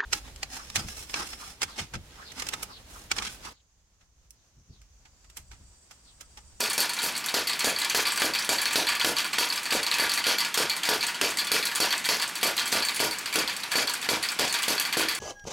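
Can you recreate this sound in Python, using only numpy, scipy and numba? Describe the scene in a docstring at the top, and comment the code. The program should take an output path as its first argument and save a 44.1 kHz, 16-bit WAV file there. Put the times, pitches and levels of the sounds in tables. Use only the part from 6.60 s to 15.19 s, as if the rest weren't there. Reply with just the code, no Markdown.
"""Power hammer in a workshop

A power hammer forges a hot steel bar, heard close by through a small camera's two microphone ports.
Each blow is a crack, then boom, clang and hiss shaped from noise, with a pressure pulse, wall echoes and a slab swing.
Between blows resonant noise and short sines make the clanks of loose dies, linkage and tongs; small ticks rattle.
Steady coloured noise is the workshop. A fast limiter flattens the first part of every blow.
"""
import sys
import numpy as np
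from scipy import signal
from scipy.fft import rfft, irfft, next_fast_len
from scipy.io import wavfile
from scipy.ndimage import uniform_filter1d, map_coordinates
from numba import njit

SR = 44100
rng = np.random.default_rng(int(sys.argv[2]) if len(sys.argv) > 2 else 0)


def to_wav(s):
    """Save 16-bit WAV."""
    ch = np.atleast_2d(s).T  # columns
    pcm = np.round(np.clip(ch, -1, 1) * 32767)  # PCM
    wavfile.write(sys.argv[1], SR, pcm.astype(np.int16))


N = 378819


def amp(db):
    """Decibel law: the amplitude gain of a level in dB."""
    return 10 ** (np.asarray(db) / 20)


def unit(x):
    """Normalisation: the signal scaled to rms 1."""
    return x / np.sqrt(np.mean(x ** 2) + 1e-20)


def along(points, hz):
    """Spectral envelope: (Hz, value) points interpolated on a logarithmic frequency axis."""
    point_hz, value = np.transpose(points)
    return np.interp(np.log(hz + 1), np.log(point_hz + 1), value)


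def peak(hz, centre_hz, width_hz):
    """Resonance curve: the gain of one mode, 1 at its centre."""
    return 1 / np.sqrt(1 + (2 * (hz - centre_hz) / width_hz) ** 2)


def fading(t, t60, rise=0.00049):
    """Exponential damping: 60 dB of decay in t60 seconds, after a short rise (time constant in s)."""
    return amp(-60 * t / t60) * (1 - np.exp(-t / rise))


def shaped_noise(size, gain):
    """Filtered noise: fresh white noise multiplied by a spectral gain."""
    return irfft(rfft(rng.standard_normal(size)) * gain, size)


def chatter(size, depth_db):
    """Repeated impact: bouncing parts give an uneven level, with about a hundred lumps a second."""
    knots = rng.standard_normal(size=64)
    return amp(depth_db * map_coordinates(knots, [np.arange(size) * 110 / SR], mode="mirror"))


def bands(size, gain, low_hz, high_hz):
    """Broadband excitation: noise with random spectral humps, split into low, middle and high parts of rms 1."""
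    hz = np.fft.rfftfreq(size, 1 / SR)
    low = 1 / (1 + (hz / low_hz) ** 4)
    high = 1 / (1 + (high_hz / (hz + 1)) ** 6)
    middle = (1 - low) * (1 - high)
    humps = np.interp(np.sqrt(hz / hz[-1]), np.linspace(0, 1, num=40), rng.standard_normal(size=40))
    spectrum = rfft(rng.standard_normal(size)) * gain(hz) * amp(1.72 * humps)
    return [unit(irfft(spectrum * part, size) * chatter(size, depth_db=2.0)) for part in (low, middle, high)]


# Steady workshop spectrum of motor, forge and lingering echo: frequency_hz [Hz], density_db [relative dB per Hz]
SHOP_SPECTRUM = [(15, -61), (25, -19), (217, 7), (545, 1), (962, 7.5), (2410, 9), (3720, 3.5), (4490, 2),
                 (5280, 1), (12500, -7.5), (16000, -97)]


def shop():
    """Stationary noise: a fixed spectral envelope gives the steady background of the workshop."""
    size = next_fast_len(N)
    hz = np.fft.rfftfreq(size, 1 / SR)
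    noise = shaped_noise(size, amp(along(SHOP_SPECTRUM, hz)))[:N]
    return amp(-39) * unit(noise)


def rattle(machine, count=1800):
    """Driven vibration: small ticks of shaken metal and scale follow the machine's momentary rms."""
    when, pitch, strength, phase = rng.random((count, 4)).T[:, :, None]
    start, step = (when * N).astype(int), np.arange(300)
    shake = np.sqrt(np.abs(uniform_filter1d(machine ** 2, size=400)))[start]
    cycles = 1500 * 8.5 ** pitch * step / SR  # pitches from 1500 to 12750 Hz
    envelope = amp(-60 * cycles / 22) * (1 - np.exp(-cycles))  # 60 dB of decay in 22 cycles
    ticks = shake * amp(-8.0 + 18.8 * strength) * envelope * np.sin(2 * np.pi * (cycles + phase))
    return np.bincount((start + step).ravel(), ticks.ravel(), N + 300)[:N]


# Resonances of frame and room: centre_hz [Hz], width_hz [Hz], level_db [mean dB]
FRAME_MODES = [(319.4, 7.6, 9), (432, 8.7, 2), (480, 21, -1), (949, 44, 2.5), (1179, 10.2, 7),
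               (1438, 31, 0), (1711, 76, -0.5), (2040, 16, 4), (2334, 25.6, 7.5), (2477, 28, -1),
               (2570, 26, 2), (3226, 99, -3.5)]


def frame(hz):
    """Modal resonance: the frame lifts its modes out of any contact, each time in new proportions."""
    return 1 + sum(amp(db + rng.normal(0, 4.0)) * peak(hz, centre, width) ** 2
                   for centre, width, db in FRAME_MODES)


# Rough modes of the loose die: centre_hz [Hz], width_hz [Hz], level_db [mean relative dB]
DIE_MODES = [(3392, 81, -7), (4200, 500, -12), (4484, 36, 3.5), (4620, 420, -7.5), (12430, 350, -20)]


def die(size):
    """Modal ringing: the loose die chatters in rough modes of new strength and pitch at every contact; rms 1."""
    hz = np.fft.rfftfreq(size, 1 / SR) * rng.normal(1, .008)
    modes = sum(amp(db + rng.normal(0, 3)) * peak(hz, centre, width) ** 2 for centre, width, db in DIE_MODES)
    return unit(shaped_noise(size, modes))


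# Clanks of linkage and tongs: start_s [s], level_db [relative dB], pitch_hz [Hz]
CLANK_EVENTS = [(0.038, -24.5, 3500), (0.0998, -25, 9150), (0.107, -27, 4500), (0.1316, -27, 9300),
                (0.197, -28, 5000), (0.2039, -18.5, 12300), (0.293, -29, 8800), (0.3345, -30, 9600),
                (0.3663, -25.5, 2470), (0.389, -22, 3930), (0.418, -27, 7200), (0.4292, -28.5, 10800),
                (0.522, -36, 9000), (0.5646, -30.5, 9700), (0.577, -30, 8000), (0.641, -26.5, 5000),
                (0.6605, -28.5, 11350), (0.6855, -22, 3800), (0.873, -26.5, 11260), (0.896, -19, 4060),
                (0.932, -23, 4850), (0.992, -27.5, 8400), (1.006, -18.5, 4430), (1.1866, -27, 11300),
                (1.1998, -33, 7670), (1.216, -18, 4050), (1.243, -28, 2340), (1.2473, -21, 5000),
                (1.298, -20, 6200), (1.4687, -15, 4170), (1.52, -25, 7870), (1.559, -28, 8100),
                (1.575, -20.5, 1560), (1.599, -25.5, 9500), (1.75, -18, 3740), (1.737, -37, 9000),
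                (1.788, -20.5, 4900), (1.8228, -27, 5700), (1.8457, -30, 9600), (2.0162, -23.5, 11100),
                (2.0555, -15.5, 4200), (2.1083, -23, 2270), (2.1293, -24, 7760), (2.2878, -16.5, 2450),
                (2.321, -26, 2660), (2.351, -23.5, 2600), (2.3967, -20, 4200), (2.4124, -17, 3380),
                (2.5848, -15, 4840), (2.644, -24, 2400), (2.659, -35, 8900), (2.7319, -20, 2620),
                (2.8872, -30, 6160), (2.9248, -21.5, 5000), (2.9584, -29, 8030), (2.977, -25, 5070),
                (3.0308, -31.5, 8500), (3.0552, -23.5, 2380), (3.1068, -19, 4700), (3.156, -29, 7870),
                (3.2304, -28.5, 9400), (3.2653, -18, 4060), (3.314, -16, 4040), (3.3403, -18.5, 3320),
                (3.3842, -19.5, 2540), (3.4949, -28, 9000), (3.5174, -21, 4030), (3.537, -23, 10300),
                (3.575, -18.5, 2420), (3.6404, -20, 3000), (3.66, -26, 3500), (3.8048, -17.5, 4870),
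                (3.848, -20.5, 4930), (3.8662, -38, 7760), (3.9421, -19.5, 6100), (4.115, -27, 4600),
                (4.165, -28, 9000), (4.2334, -20, 3320), (4.2532, -19.5, 4800), (4.348, -29, 4800),
                (4.428, -18, 4200), (4.4668, -26, 8100), (4.4835, -24.5, 3340), (4.5439, -26, 2950),
                (4.703, -26.5, 7000), (4.7714, -26, 7900), (4.8064, -28, 4900), (4.845, -32, 8900),
                (4.8702, -24, 3400), (4.9443, -24, 2610), (4.9644, -25, 2600), (5.0535, -25, 11090),
                (5.07, -21.5, 4000), (5.1142, -27, 1870), (5.1507, -26, 7000), (5.157, -22, 9500),
                (5.3272, -17, 3340), (5.378, -29.5, 8300), (5.4415, -28, 6330), (5.4488, -22, 3940),
                (5.4562, -24.5, 8100), (5.616, -31, 10000), (5.623, -19.5, 4620), (5.677, -30.5, 8450),
                (5.754, -27, 7850), (5.8123, -29, 2506), (5.9668, -28, 11500), (5.979, -17.5, 4070),
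                (5.9958, -18.5, 3970), (6.0177, -28, 4930), (6.0566, -25, 7800), (6.077, -29, 9700),
                (6.119, -23, 5970), (6.2495, -26, 8870), (6.2858, -18, 4340), (6.3445, -32, 10000),
                (6.3606, -27, 10200), (6.394, -24, 3000), (6.5092, -32.5, 9000), (6.5301, -28, 2160),
                (6.585, -30.5, 7900), (6.6585, -22.5, 4700), (6.7267, -24, 2370), (6.7397, -27, 7500),
                (6.7871, -17, 4900), (6.8948, -23.5, 4300), (6.9646, -30.5, 8100), (6.928, -33, 3000),
                (7.0003, -33, 5000), (7.034, -26, 4000), (7.112, -31, 2370), (7.1169, -19.5, 2450),
                (7.1833, -24, 3020), (7.2955, -28, 11400), (7.3368, -28, 8140), (7.3513, -29, 3480),
                (7.4154, -34, 8300), (7.4267, -28, 3600), (7.4454, -27.5, 2410), (7.5243, -27, 4500),
                (7.6273, -27.5, 10000), (7.637, -20.5, 4000), (7.687, -22, 5040), (7.717, -29.5, 8000),
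                (7.789, -23, 3500), (7.8786, -28, 6960), (7.9258, -26, 9200), (7.941, -16, 3740),
                (7.987, -24, 3500), (8.022, -29, 7940), (8.03, -26.5, 10100), (8.035, -22.5, 2960),
                (8.1979, -21, 11840), (8.2514, -22, 1550), (8.326, -20, 2340), (8.3965, -20, 1487),
                (8.4144, -21.5, 3300), (8.487, -31, 9200), (8.5105, -22.5, 4840), (8.549, -30, 8900)]
# The loose die drops back on its seat, about 0.1 s after a blow: start_s [s], level_db [relative dB]
DIE_DROPS = [(0.0747, -33), (0.2932, -28.5), (0.5518, -31), (0.871, -26.5), (1.1618, -26), (1.454, -23),
             (1.7358, -26), (1.9834, -23), (2.2682, -22.5), (2.5662, -23.5), (2.9012, -26.5), (3.2293, -31),
             (3.4938, -24.5), (3.7832, -22), (4.097, -21), (4.407, -25.5), (4.7866, -20.5), (5.0265, -26.5),
             (5.3056, -24), (5.5972, -26), (6.2239, -23), (6.5093, -31), (6.8764, -27), (7.2728, -23.5),
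             (7.6261, -29.5), (7.8954, -29.5), (8.1797, -26), (8.4858, -22.5)]
# Noise spectrum of a contact: frequency_hz [Hz], density_db [relative dB per Hz]
CLANK_SPECTRUM = [(180, -28), (300, -18), (326, -24), (546, -20.5), (1170, -7), (1300, -14), (1390, -8),
                  (2480, -5.5), (5610, -6), (7950, -2), (16000, -14)]
# Low clanks have more body: pitch_hz [Hz], body_db [relative dB]
CLANK_BODY = [(2400, -3), (4200, -8), (9000, -5)]
# High clanks have more edge: pitch_hz [Hz], edge_db [relative dB]
CLANK_EDGE = [(2400, -5.5), (4400, -8), (8000, 2)]
# How strongly a clank sets the die ringing: pitch_hz [Hz], ring_db [relative dB]
CLANK_RING = [(2400, -5.5), (4400, -7.5), (9000, -5)]


def clanks():
    """Impact excitation: each contact gives a pitched clink, a tick, a fading body and edge, and the die's ring."""
    size = 8192
    out, t = np.zeros(N + size), np.arange(size) / SR
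    hz = np.fft.rfftfreq(size, 1 / SR)
    # start s, level dB, pitch Hz, then body, edge and ring dB
    contacts = [(s, db, 2359, -4.5, -5.5, 2.5) for s, db in DIE_DROPS]
    for s, db, pitch_hz in CLANK_EVENTS:
        parts_db = [along(table, pitch_hz) for table in (CLANK_BODY, CLANK_EDGE, CLANK_RING)]
        contacts.append((s, db, pitch_hz, *parts_db))
    for s, db, pitch_hz, body_db, edge_db, ring_db in contacts:
        body, tick, edge = bands(size, lambda f: amp(along(CLANK_SPECTRUM, f)) * frame(f),
                                 low_hz=2510, high_hz=4960)
        clink = unit(shaped_noise(size, peak(hz, pitch_hz, 0.14 * pitch_hz) ** 2))
        clink_db = body_db if pitch_hz < 2500 else edge_db if pitch_hz > 6000 else 0
        first_touch = np.sin(2 * np.pi * pitch_hz * t) * fading(t, 0.014, rise=0.00023)
        sound = 0.58 * amp(clink_db) * clink * fading(t, 0.084, rise=0.00047)
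        sound += 1.9 * amp(clink_db) * first_touch
        sound += tick * (1.57 * fading(t, 0.0092) + 0.38 * fading(t, 0.24, rise=0.0067))
        sound += amp(body_db) * body * (0.38 * fading(t, 0.085) + 0.95 * fading(t, 0.3, rise=0.0037))
        sound += amp(edge_db) * edge * (1.36 * fading(t, 0.022) + 0.67 * fading(t, 0.19, rise=0.0028))
        sound += amp(ring_db) * die(size) * (0.68 * fading(t, 0.061) + 0.87 * fading(t, 0.22))
        out[round(s * SR):][:size] += amp(db - 5.0) * sound
    return out[:N]


# Floor and walls return the pulse of a blow: delay_s [s], level_db [dB re the smoothed pulse]
WALL_ECHOES = [(.0042, -4), (.0068, -11.5), (0.0125, -11.5), (.0177, -13.5), (0.0246, -6.5), (.0279, -1.5),
               (.0295, -15), (.0322, -8.5), (0.046, -3.5), (0.0474, -10), (.0503, -12), (.0637, -26),
               (0.067, -15.5), (.0807, -9)]


def pressure_pulse(t):
    """Reflection: the closing dies push out one short pulse, which floor and walls return alike at every blow."""
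    push = -np.sin(2 * np.pi * 520 * t) * fading(t, 0.0038, rise=0.00018)
    dull = uniform_filter1d(push, size=24)  # echoes lose treble
    push = push + sum(amp(db) * np.roll(dull, round(s * SR)) for s, db in WALL_ECHOES)
    return push - uniform_filter1d(push, size=140)  # the air swings back: no lasting pressure


# Hammer blows: start_s [s], clang_db [relative dB], then boom_db, hiss_db, crack_db [relative dB above the clang]
HAMMER_BLOWS = [(0.004, -31, -9.5, -2, 6), (0.179, -28, -12, -5.5, 3), (0.436, -33.5, -9.5, -1.5, -7),
                (0.741, -28.5, -8, -6, 8), (1.044, -27.5, -7, -3.5, 11), (1.347, -26, -11, -4.5, 6),
                (1.619, -28.5, -6, -6, 16), (1.891, -27, -9, -4, 9), (2.157, -26.5, -7.5, -5, 12.5),
                (2.446, -29.5, -5, -2, 14), (2.784, -27.5, -12, -5, 14), (3.124, -28, -7, -7, 13),
                (3.397, -26.5, -11, -6.5, 5), (3.667, -24, -13.5, -8.5, 11), (3.975, -26, -9, -7, 13),
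                (4.289, -27.5, -6, -5.5, 13), (4.613, -27, -7, -6.5, 14), (4.917, -26, -10.5, -5.5, 12),
                (5.202, -26, -10, -6, 6), (5.489, -26.5, -11.5, -6, 16), (5.83, -26, -9, -4.5, 14),
                (6.126, -27, -8.5, -6.5, 10), (6.402, -28.5, -5, -3.5, 6), (6.757, -32.5, -2.5, -6, 20.5),
                (7.155, -26.5, -8, -6, 5), (7.489, -28, -5.5, -6.5, 10), (7.794, -27, -7.5, -7, 10.5),
                (8.081, -28.5, -7.5, -4.5, 8), (8.37, -29.5, -2.5, -4, 8)]
# Noise spectrum of a blow: frequency_hz [Hz], density_db [relative dB per Hz]
BLOW_SPECTRUM = [(18, -61), (30, -28), (437, -11), (721, -7), (1320, -5), (1460, -1), (1910, -5.5),
                 (2540, -2.5), (4190, -3), (4530, 0), (5170, -2), (12300, -6), (16000, -18)]


def hammer():
    """Impact and damping: a hard crack, then a shudder of boom, clang and hiss that holds briefly and dies."""
    size = 16384
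    out, t = np.zeros(N + size), np.arange(size) / SR
    shudder = 1 / (1 + (t / 0.096) ** 5) + 0.2  # the machine shakes for a moment, then settles
    shudder = shudder * (1 - 0.19 * np.exp(-((t - .017) / 0.019) ** 2))  # a brief dip just after the crack
    push = pressure_pulse(t)
    slab = amp(-16.5) * np.sin(2 * np.pi * 63.2 * t) * fading(t, 0.53, rise=0.06)  # the foundation swings
    for s, db, boom_db, hiss_db, crack_db in HAMMER_BLOWS:
        boom, clang, hiss = bands(size, lambda hz: amp(along(BLOW_SPECTRUM, hz)) * frame(hz),
                                  low_hz=756, high_hz=5400)
        crack = amp(crack_db - 6.5)
        ring_db = -5 - 0.21 * boom_db  # a blow with less boom rings the die more
        sound = amp(boom_db) * (boom * shudder * fading(t, 1.0, rise=0.0021) * 0.6 + 12 * push + slab)
        sound += clang * (shudder * fading(t, 0.51, rise=0.029) + crack * fading(t, 0.045))
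        sound += amp(ring_db) * die(size) * shudder * fading(t, 0.26)
        hiss_envelope = shudder * fading(t, 0.38, rise=0.00074) + 0.83 * crack * fading(t, 0.024)
        sound += amp(hiss_db) * hiss * hiss_envelope
        out[round(s * SR):][:size] += amp(db + 5.5) * sound
    return out[:N]


# Difference between the two microphone ports: frequency_hz [Hz], level_db [dB re their sum]
PORT_DIFFERENCE = [(60, -37), (700, -27.5), (1300, -106), (9000, -123), (12000, -17), (15000, 0.5)]


def port_difference(both):
    """Decorrelation: the small difference of the ports follows the sound's spectrum with random phases."""
    hz, _, z = signal.stft(both, SR, nperseg=256)
    z = z * amp(along(PORT_DIFFERENCE, hz))[:, None] * np.exp(2j * np.pi * rng.random(z.shape))
    return signal.istft(z, SR, nperseg=256)[1][:N]


def scene():
    """Superposition: machine, rattle and workshop add up and reach both ports nearly alike."""
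    machine = hammer() + clanks()
    both = machine + rattle(machine) + shop()
    apart = port_difference(both)
    return np.array([both + apart, both - apart]) * amp([[-.08], [.08]])


@njit
def follow(power, up, down):
    """Envelope following: a running power that rises fast and falls more slowly."""
    out, level = np.empty_like(power), power[0]
    for i in range(len(power)):
        level += (up if power[i] > level else down) * (power[i] - level)
        out[i] = level
    return out


def record(dry):
    """Dynamic compression: a slightly delayed limiter, rounded peaks, then a bass cut and a band limit."""
    power = np.abs(uniform_filter1d(np.mean(dry ** 2, axis=0), size=64, origin=31))  # mean of the last 64 samples
    level = follow(power, up=1 / (0.0006 * SR), down=1 / (0.0022 * SR))  # time constants in s
    knee_db, squeeze = -24, .6
    held = dry * (1 + (level / amp(knee_db) ** 2) ** 2) ** (-squeeze / 4)
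    held = held / (1 + np.abs(held / .4) ** 4) ** (1 / 4)  # the highest peaks round off
    size = next_fast_len(N + 4096)
    hz = np.fft.rfftfreq(size, 1 / SR)
    bass_cut = (1j * hz / (40 + 1j * hz)) ** 2
    top_hz = 15900
    return irfft(rfft(held, size) * bass_cut * (hz < top_hz), size)[:, :N]


dry = scene()
out = record(dry)
to_wav(out)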